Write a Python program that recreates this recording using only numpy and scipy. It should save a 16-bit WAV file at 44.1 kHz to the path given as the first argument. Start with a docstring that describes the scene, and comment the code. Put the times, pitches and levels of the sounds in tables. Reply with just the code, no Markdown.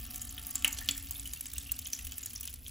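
"""A dense patter of drops comes first, with a hollow ring and a low room rumble beneath it.
A thin stream of water is falling from a jug onto the wet floor of an empty ceramic toilet tank.
It breaks into small and large drops; some trap an air bubble that rings, two with a loud plop.
The hard walls throw every splash back and ring along. It is all heard from close above."""
import sys
import numpy as np
from scipy import signal
from scipy.fft import rfft, irfft
from scipy.io import wavfile
from scipy.ndimage import uniform_filter1d

SR = 44100
rng = np.random.default_rng(int(sys.argv[2]) if len(sys.argv) > 2 else 0)


def dump(signal):
    """Clip the signal to [-1, 1] and save it as 16-bit WAV at the path in sys.argv[1]."""
    limited = np.clip(np.atleast_2d(signal).T, -1, 1)
    pcm = np.round(limited * 32767).astype(np.int16)
    wavfile.write(sys.argv[1], SR, pcm)


N = 119070


def amp(db):
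    """Turns decibels into a number to multiply a sound by."""
    return 10 ** (np.asarray(db) / 20)


def unit(x):
    """Scales a sound so that its average strength (rms) is 1."""
    return x / np.sqrt(np.mean(x ** 2) + 1e-20)


def read(points, hz):
    """Looks up frequencies in a table, sliding between its rows on a musical (log) scale."""
    row_hz, value = np.transpose(points)
    return np.interp(np.log(hz + 1), np.log(row_hz), value)


def curve(points):
    """Turns a (time [s], level [dB]) table into a volume for every sample."""
    return amp(np.interp(np.arange(N) / SR, *np.transpose(points)))


def add(mix, start_s, sound):
    """Mixes a sound in at the given time."""
    part = mix[max(round(start_s * SR), 0):][:len(sound)]
    part += sound[:len(part)]


def colour(x, points, size=2048):
    """Shapes bass and treble by a table, without smearing any sound earlier in time."""
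    log_gain = np.log(amp(read(points, abs(np.fft.fftfreq(size, 1 / SR)))))
    response = np.exp(np.conj(signal.hilbert(log_gain)))
    taps = np.fft.ifft(response).real
    return signal.oaconvolve(x, taps[:size // 2])[:N]


def drip(hz, db, width_hz=2380, decay_s=0.0012, size=512):
    """A small drop lands: a tiny burst of noise, strongest around a pitch of its own."""
    t = np.arange(size) / SR
    burst = rng.standard_normal(size) * np.exp(-t / decay_s)
    pole = np.exp((2j * np.pi * hz - np.pi * width_hz) / SR)
    pitched = signal.lfilter([1], [1, -pole], burst).real
    return walls(amp(db) * unit(pitched))


# how strong the stream is: (time [s], level [dB])
STREAM_STRENGTH = [(0, 2.5), (.2, 0.5), (.45, 0), (.75, 2), (1.0, 2), (1.4, -1), (1.7, 0), (2.1, -1),
                   (2.5, -1), (2.6, -10.5), (2.7, -0.5)]


def patter(drips_per_s=150, spray_per_s=5300):
    """The stream breaks up into fine spray and small drops that land at uneven times."""
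    clicks = rng.standard_normal(N) * amp(1.5 * np.minimum(rng.exponential(1, N), 4))
    lands = rng.random(N) < spray_per_s / SR
    mix = amp(-52) * unit(clicks * lands)
    for k, (nudge, strength) in enumerate(rng.standard_normal((int(drips_per_s * N / SR), 2))):
        add(mix, (k + nudge) / drips_per_s, drip(hz=rng.uniform(4630, 16100), db=-47.5 + 2 * strength))
    return mix * curve(STREAM_STRENGTH)


def walls(sound, delay_s=0.002, decay_s=0.0018, echo_db=-4, size=1024):
    """Adds quick bounces off the near walls, different for each spot where a drop lands."""
    t = np.arange(size) / SR
    bounces = rng.standard_normal(size) * (rng.random(size) < 0.2)
    bounces *= (t > delay_s) * np.exp(-t / decay_s)
    direct = t == 0
    return signal.fftconvolve(sound, direct + amp(echo_db) * bounces / np.linalg.norm(bounces))


# the tank's own notes: (pitch [Hz], level [dB], time to fade by 60 dB [s])
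TANK_NOTES = [(239.5, -11, 0.29), (276.4, -9.5, 0.57), (659, -25, 0.17), (733, -16.5, 0.26),
              (881, -22, 0.32), (1141.5, -19, 0.23), (1200, -21, 0.34), (1343, -8, 0.055),
              (1766, -10, 0.077), (1868, -21.5, 0.092), (2061, -16.5, 0.13), (2437, -28, 0.16),
              (2746, -28, 0.24), (3215, -17, 0.095), (3480, -31, 0.18)]


def ring(sound, size=32768):
    """The tank answers a sound with its own fading notes."""
    t = np.arange(size) / SR
    notes = sum(amp(db - 60 * t / fade_s) * np.sin(2 * np.pi * hz * t) for hz, db, fade_s in TANK_NOTES)
    return signal.fftconvolve(sound, notes)[:len(sound)]


# how strongly the tank knocks and rings, less as water covers its floor: (time [s], level [dB])
RING_STRENGTH = [(0, -2), (.2, 1), (.33, -2), (.65, 1), (.82, 2), (1.05, -7), (1.5, -9.5), (2.2, -6.5),
                 (2.7, -18)]


def drumming(db=-57, width=0.19):
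    """The steady push of the stream keeps the hollow tank ringing."""
    pushes = rng.standard_normal((2, N + SR))  # a spare second lets the ring build up
    mid, side = (unit(ring(push)[SR:]) for push in pushes)
    return amp(db) * curve(RING_STRENGTH) * np.array([mid + width * side, mid - width * side])


# how long the echoes last: (frequency [Hz], time to fade by 60 dB [s])
ECHO_FADE = [(250, 0.1), (1300, 0.42), (3000, 0.23), (7000, 0.39), (15000, 1.1)]
# how loud the echoes are: (frequency [Hz], level [dB])
ECHO_COLOUR = [(400, -5.5), (1600, -0.5), (3000, -11), (7000, -9), (15000, -26)]


def echoes(rise_s=0.0018, size=32768):
    """Sound bouncing between the walls blurs into a tail; its highest part is faint but lasts longest."""
    t = np.arange(size) / SR
    hz, when, bands = signal.stft(rng.standard_normal(size), SR, nperseg=256)
    fade_s = read(ECHO_FADE, hz)[:, None]
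    bands = bands * amp(read(ECHO_COLOUR, hz)[:, None] - 60 * when / fade_s)
    bands *= np.sqrt(2 * np.log(1000) / (fade_s * SR))  # a longer fade adds no extra energy
    tail = signal.istft(bands, SR, nperseg=256)[1][:size]
    return tail * (1 - np.exp(-t / rise_s))


def tank(water, spots=4, ring_db=-32, width=0.19):
    """The water with the tank's ring and echoes; the echoes change as the stream wanders about."""
    spot = np.repeat(rng.integers(0, spots, N // 512 + 1), 512)[:N]  # where the stream is landing
    mid, side = (sum(signal.fftconvolve(water * (spot == k), echoes())[:N] for k in range(spots))
                 for _ in range(2))
    mid = water + mid + amp(ring_db) * ring(water * curve(RING_STRENGTH))
    return np.array([mid + width * side, mid - width * side])


# the rumble's balance of bass and treble: (frequency [Hz], level [dB])
RUMBLE_COLOUR = [(20, -15.5), (45, -4), (58, 3), (75, -1), (100, -9.5), (130, -13.5), (180, -23),
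                 (260, -16), (310, -30.5), (450, -32.5), (1000, -44), (16000, -60)]
# how alike it is in both ears: (frequency [Hz], likeness [0-1])
RUMBLE_LIKENESS = [(50, 1), (150, 0.91), (280, 0.91), (1000, 0.17), (8000, 1)]
# how its bass rises and falls: (time [s], level [dB])
BASS_SWELL = [(0, 1), (.1, -3), (.55, -3), (.93, -2), (1.25, -2.5), (1.48, -11), (1.57, 1), (1.65, -7.5),
              (1.75, -0.5), (1.85, -3.5), (1.95, -17), (2.06, 5.5), (2.15, -8), (2.4, -5), (2.7, -6)]


def rumble(db=-49.5, bass_below_hz=140):
    """Low room noise, nearly the same in both ears, whose bass swells and sinks."""
    hz = np.fft.rfftfreq(N, 1 / SR)
    alike = np.clip(read(RUMBLE_LIKENESS, hz), 0, 1)
    spectra = rfft(rng.standard_normal((2, N))) * amp(read(RUMBLE_COLOUR, hz))
    mid, side = spectra * np.sqrt([1 + alike, 1 - alike])
    noise = unit(irfft(np.array([mid + side, mid - side]), N))
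    bass = signal.sosfiltfilt(signal.butter(2, bass_below_hz, fs=SR, output="sos"), noise)
    return amp(db) * (noise + bass * (unit(curve(BASS_SWELL)) - 1))


def bubble(hz, db, decay_s, rise_cycles=1.66, glide_per_s=5.5, wobble_depth=0.098, size=1500):
    """Air trapped in churning water pushes the floor and rings: a wobbly tone that rises a little."""
    t = np.arange(size) / SR
    wobble = unit(uniform_filter1d(rng.standard_normal(size), size=20))
    wobble -= uniform_filter1d(wobble, size=100)  # keep only the quick wobbles
    cycles = np.cumsum(hz * (1 + glide_per_s * t + wobble_depth * wobble)) / SR
    swell = 1 - np.exp(-hz * t / rise_cycles)
    tone = swell * np.exp(-t / decay_s) * np.sin(2 * np.pi * cycles)
    push_age = hz * t / 0.54  # the soft push peaks after about half a cycle
    push = amp(-28) * push_age * np.exp(-push_age)
    return walls(amp(db) * (tone + push))


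# two sizes of faint bubble: (rate [per s], typical pitch [Hz], typical level [dB], decay time [s])
FAINT_BUBBLES = [(170.3, 2963, -52, 0.0023), (169.4, 6000, -51, 0.0016)]


def fizz(spread_octaves=0.279, spread_db=2.5):
    """Many faint bubbles ring at scattered pitches, louder when the stream is stronger."""
    mix = np.zeros(N)
    for per_s, hz, db, decay_s in FAINT_BUBBLES:
        for k, (nudge, pitch, strength) in enumerate(rng.standard_normal((int(per_s * N / SR), 3))):
            sound = bubble(hz * 2 ** (spread_octaves * pitch), db + spread_db * strength, decay_s)
            add(mix, (k + nudge) / per_s, sound)
    return curve(STREAM_STRENGTH) * mix


def splat(db, rise_s=0.00021, decay_s=0.0012, roughness=0.22, size=512):
    """A large drop flattens: a grainy burst about a thousandth of a second long."""
    t = np.arange(size) / SR
    noise, grain = rng.standard_normal((2, size))
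    shape = (1 - np.exp(-t / rise_s)) * np.exp(-t / decay_s)
    return walls(amp(db) * unit(noise * np.exp(roughness * grain) * shape))


# large drops landing, before their tone is shaped: (time [s], tick level [dB], slap level [dB])
LARGE_DROPS = [(0.1444, -36.5, -45), (0.159, -31.5, -53), (0.1782, -38, -54), (0.2165, -32.5, -52),
               (0.2513, -35.5, -75), (0.4679, -31.5, -64), (0.5086, -32.5, -67), (0.5550, -26.5, -36.5),
               (0.6232, -41, -42), (0.6456, -18.5, -28.5), (.654, -45, -37), (0.6775, -26, -42),
               (0.7281, -30.5, -51), (.772, -50, -43), (0.787, -39, -36), (.813, -45, -48.5),
               (0.8877, -26.5, -27.5), (0.8937, -42, -41), (0.9095, -37, -50), (0.978, -33, -43.5),
               (1.1091, -26.5, -71), (1.2557, -36.5, -61), (1.2744, -35.5, -51), (1.3345, -29.5, -45),
               (1.4085, -29, -60), (1.4397, -45, -59), (1.4565, -37, -43), (1.5348, -32.5, -49),
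               (1.5812, -31.5, -40), (1.7182, -23, -58), (1.7902, -30, -44), (1.8706, -33, -49),
               (1.932, -30, -39), (1.9899, -37.5, -45), (2.0492, -34.5, -50), (2.0689, -34, -42.5),
               (2.1207, -40, -37), (2.1814, -29.5, -49), (2.2297, -41, -46.5), (2.259, -30.5, -55),
               (2.3037, -41, -70), (2.333, -36, -53.5), (2.356, -46, -44), (2.4086, -31, -68),
               (2.4316, -37, -46.5), (2.4537, -33.5, -49), (2.4751, -34, -39.5), (2.5392, -35.5, -54),
               (2.664, -67, -51), (2.6808, -36, -65)]
# the tone of a drop's bright tick: (frequency [Hz], level [dB])
TICK_TONE = [(500, -30), (2500, -22), (4500, -28), (6500, -9.5), (9000, -3), (12500, -7), (15300, -3),
             (17000, -22)]
# the tone of its wet slap: (frequency [Hz], level [dB])
SLAP_TONE = [(150, -28), (900, -21), (1600, -10.5), (3000, 2), (4200, -3), (6500, -1), (10000, -14.5)]
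# the tone of its knock on the nearly bare floor: (frequency [Hz], level [dB])
KNOCK_TONE = [(270, -16.5), (1000, -23.5), (1600, -9.5), (4000, -26.5)]


def spatter(small_drops):
    """Large drops join the small ones; each hits the floor with a tick, a wet slap and a knock."""
    ticks, slaps = small_drops.copy(), amp(-5.5) * small_drops
    for start_s, tick_db, slap_db in LARGE_DROPS:
        add(ticks, start_s, splat(tick_db))
        add(slaps, start_s, splat(slap_db))
    knocks = slaps * curve(RING_STRENGTH)
    return colour(ticks, TICK_TONE) + colour(slaps, SLAP_TONE) + colour(knocks, KNOCK_TONE)


# bubbles that stand out: (time [s], pitch [Hz], level [dB], decay time [s])
CLEAR_BUBBLES = [(0.219, 7170, -28.5, 0.0017), (.292, 7170, -29.5, 0.0015), (.379, 3044, -26, 0.0018),
                 (0.5553, 7460, -13, 0.0009), (0.6463, 2856, -2.5, 0.00087), (.679, 7400, -16, 0.00075),
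                 (0.7279, 6780, -23, 0.0014), (0.7851, 8030, -26.5, 0.0014), (.787, 2900, -40, 0.001),
                 (0.814, 1842, -32.5, 0.0017), (0.8881, 3350, -3.5, 0.00069), (0.91, 7650, -18, 0.0017),
                 (.958, 1810, -38.5, 0.0025), (1.156, 3490, -35.5, 0.0038), (1.196, 8770, -26.5, 0.0018),
                 (1.256, 2935, -36.5, 0.0059), (1.366, 2710, -39.5, 0.0033), (1.466, 8160, -28, 0.0017),
                 (1.561, 2760, -39, 0.0048), (1.582, 7980, -22.5, 0.0015), (1.661, 2840, -39.5, 0.0034),
                 (1.693, 2750, -35, 0.0032), (1.855, 5920, -32, 0.0018), (1.859, 3190, -30.5, 0.0028),
                 (1.9327, 5950, -12.5, 0.00068), (1.950, 6800, -27, 0.0012), (1.992, 2660, -36, 0.0027),
                 (2.234, 6730, -27, 0.0016), (2.2615, 6500, -25, 0.001), (2.36, 5470, -22, 0.00098),
                 (2.482, 3040, -35.5, 0.0023), (2.664, 3250, -31, 0.0019)]


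def plops():
    """Some drops trap a bubble that rings out as a clear plink or plop."""
    mix = np.zeros(N)
    for start_s, hz, db, decay_s in CLEAR_BUBBLES:
        add(mix, start_s, bubble(hz, db, decay_s))
    return mix


def scene():
    """Drops and bubbles in the ringing tank, over the rumble of the room."""
    return rumble() + drumming() + tank(spatter(patter()) + plops() + fizz())


# how far the left side's wave runs ahead of the right: (frequency [Hz], lead [radians])
LEFT_LEAD = [(800, 0.18), (1200, 1), (2200, 0.1), (3000, 0.23), (4200, 0)]


def record(dry, lag_s=0.000233, lag_above_hz=6950, top_hz=16000):
    """The left side is a little early in the middle pitches, late in the treble; the very top is cut."""
    hz = np.fft.rfftfreq(N, 1 / SR)
    phase = read(LEFT_LEAD, hz) - 2 * np.pi * lag_s * np.maximum(hz - lag_above_hz, 0)
    left = irfft(rfft(dry[0]) * np.exp(1j * phase), N)
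    top_cut = signal.firwin(121, top_hz, window=("kaiser", 8), fs=SR)
    return signal.oaconvolve(np.array([left, dry[1]]), top_cut[None], "same")


dry = scene()
out = record(dry)
dump(out)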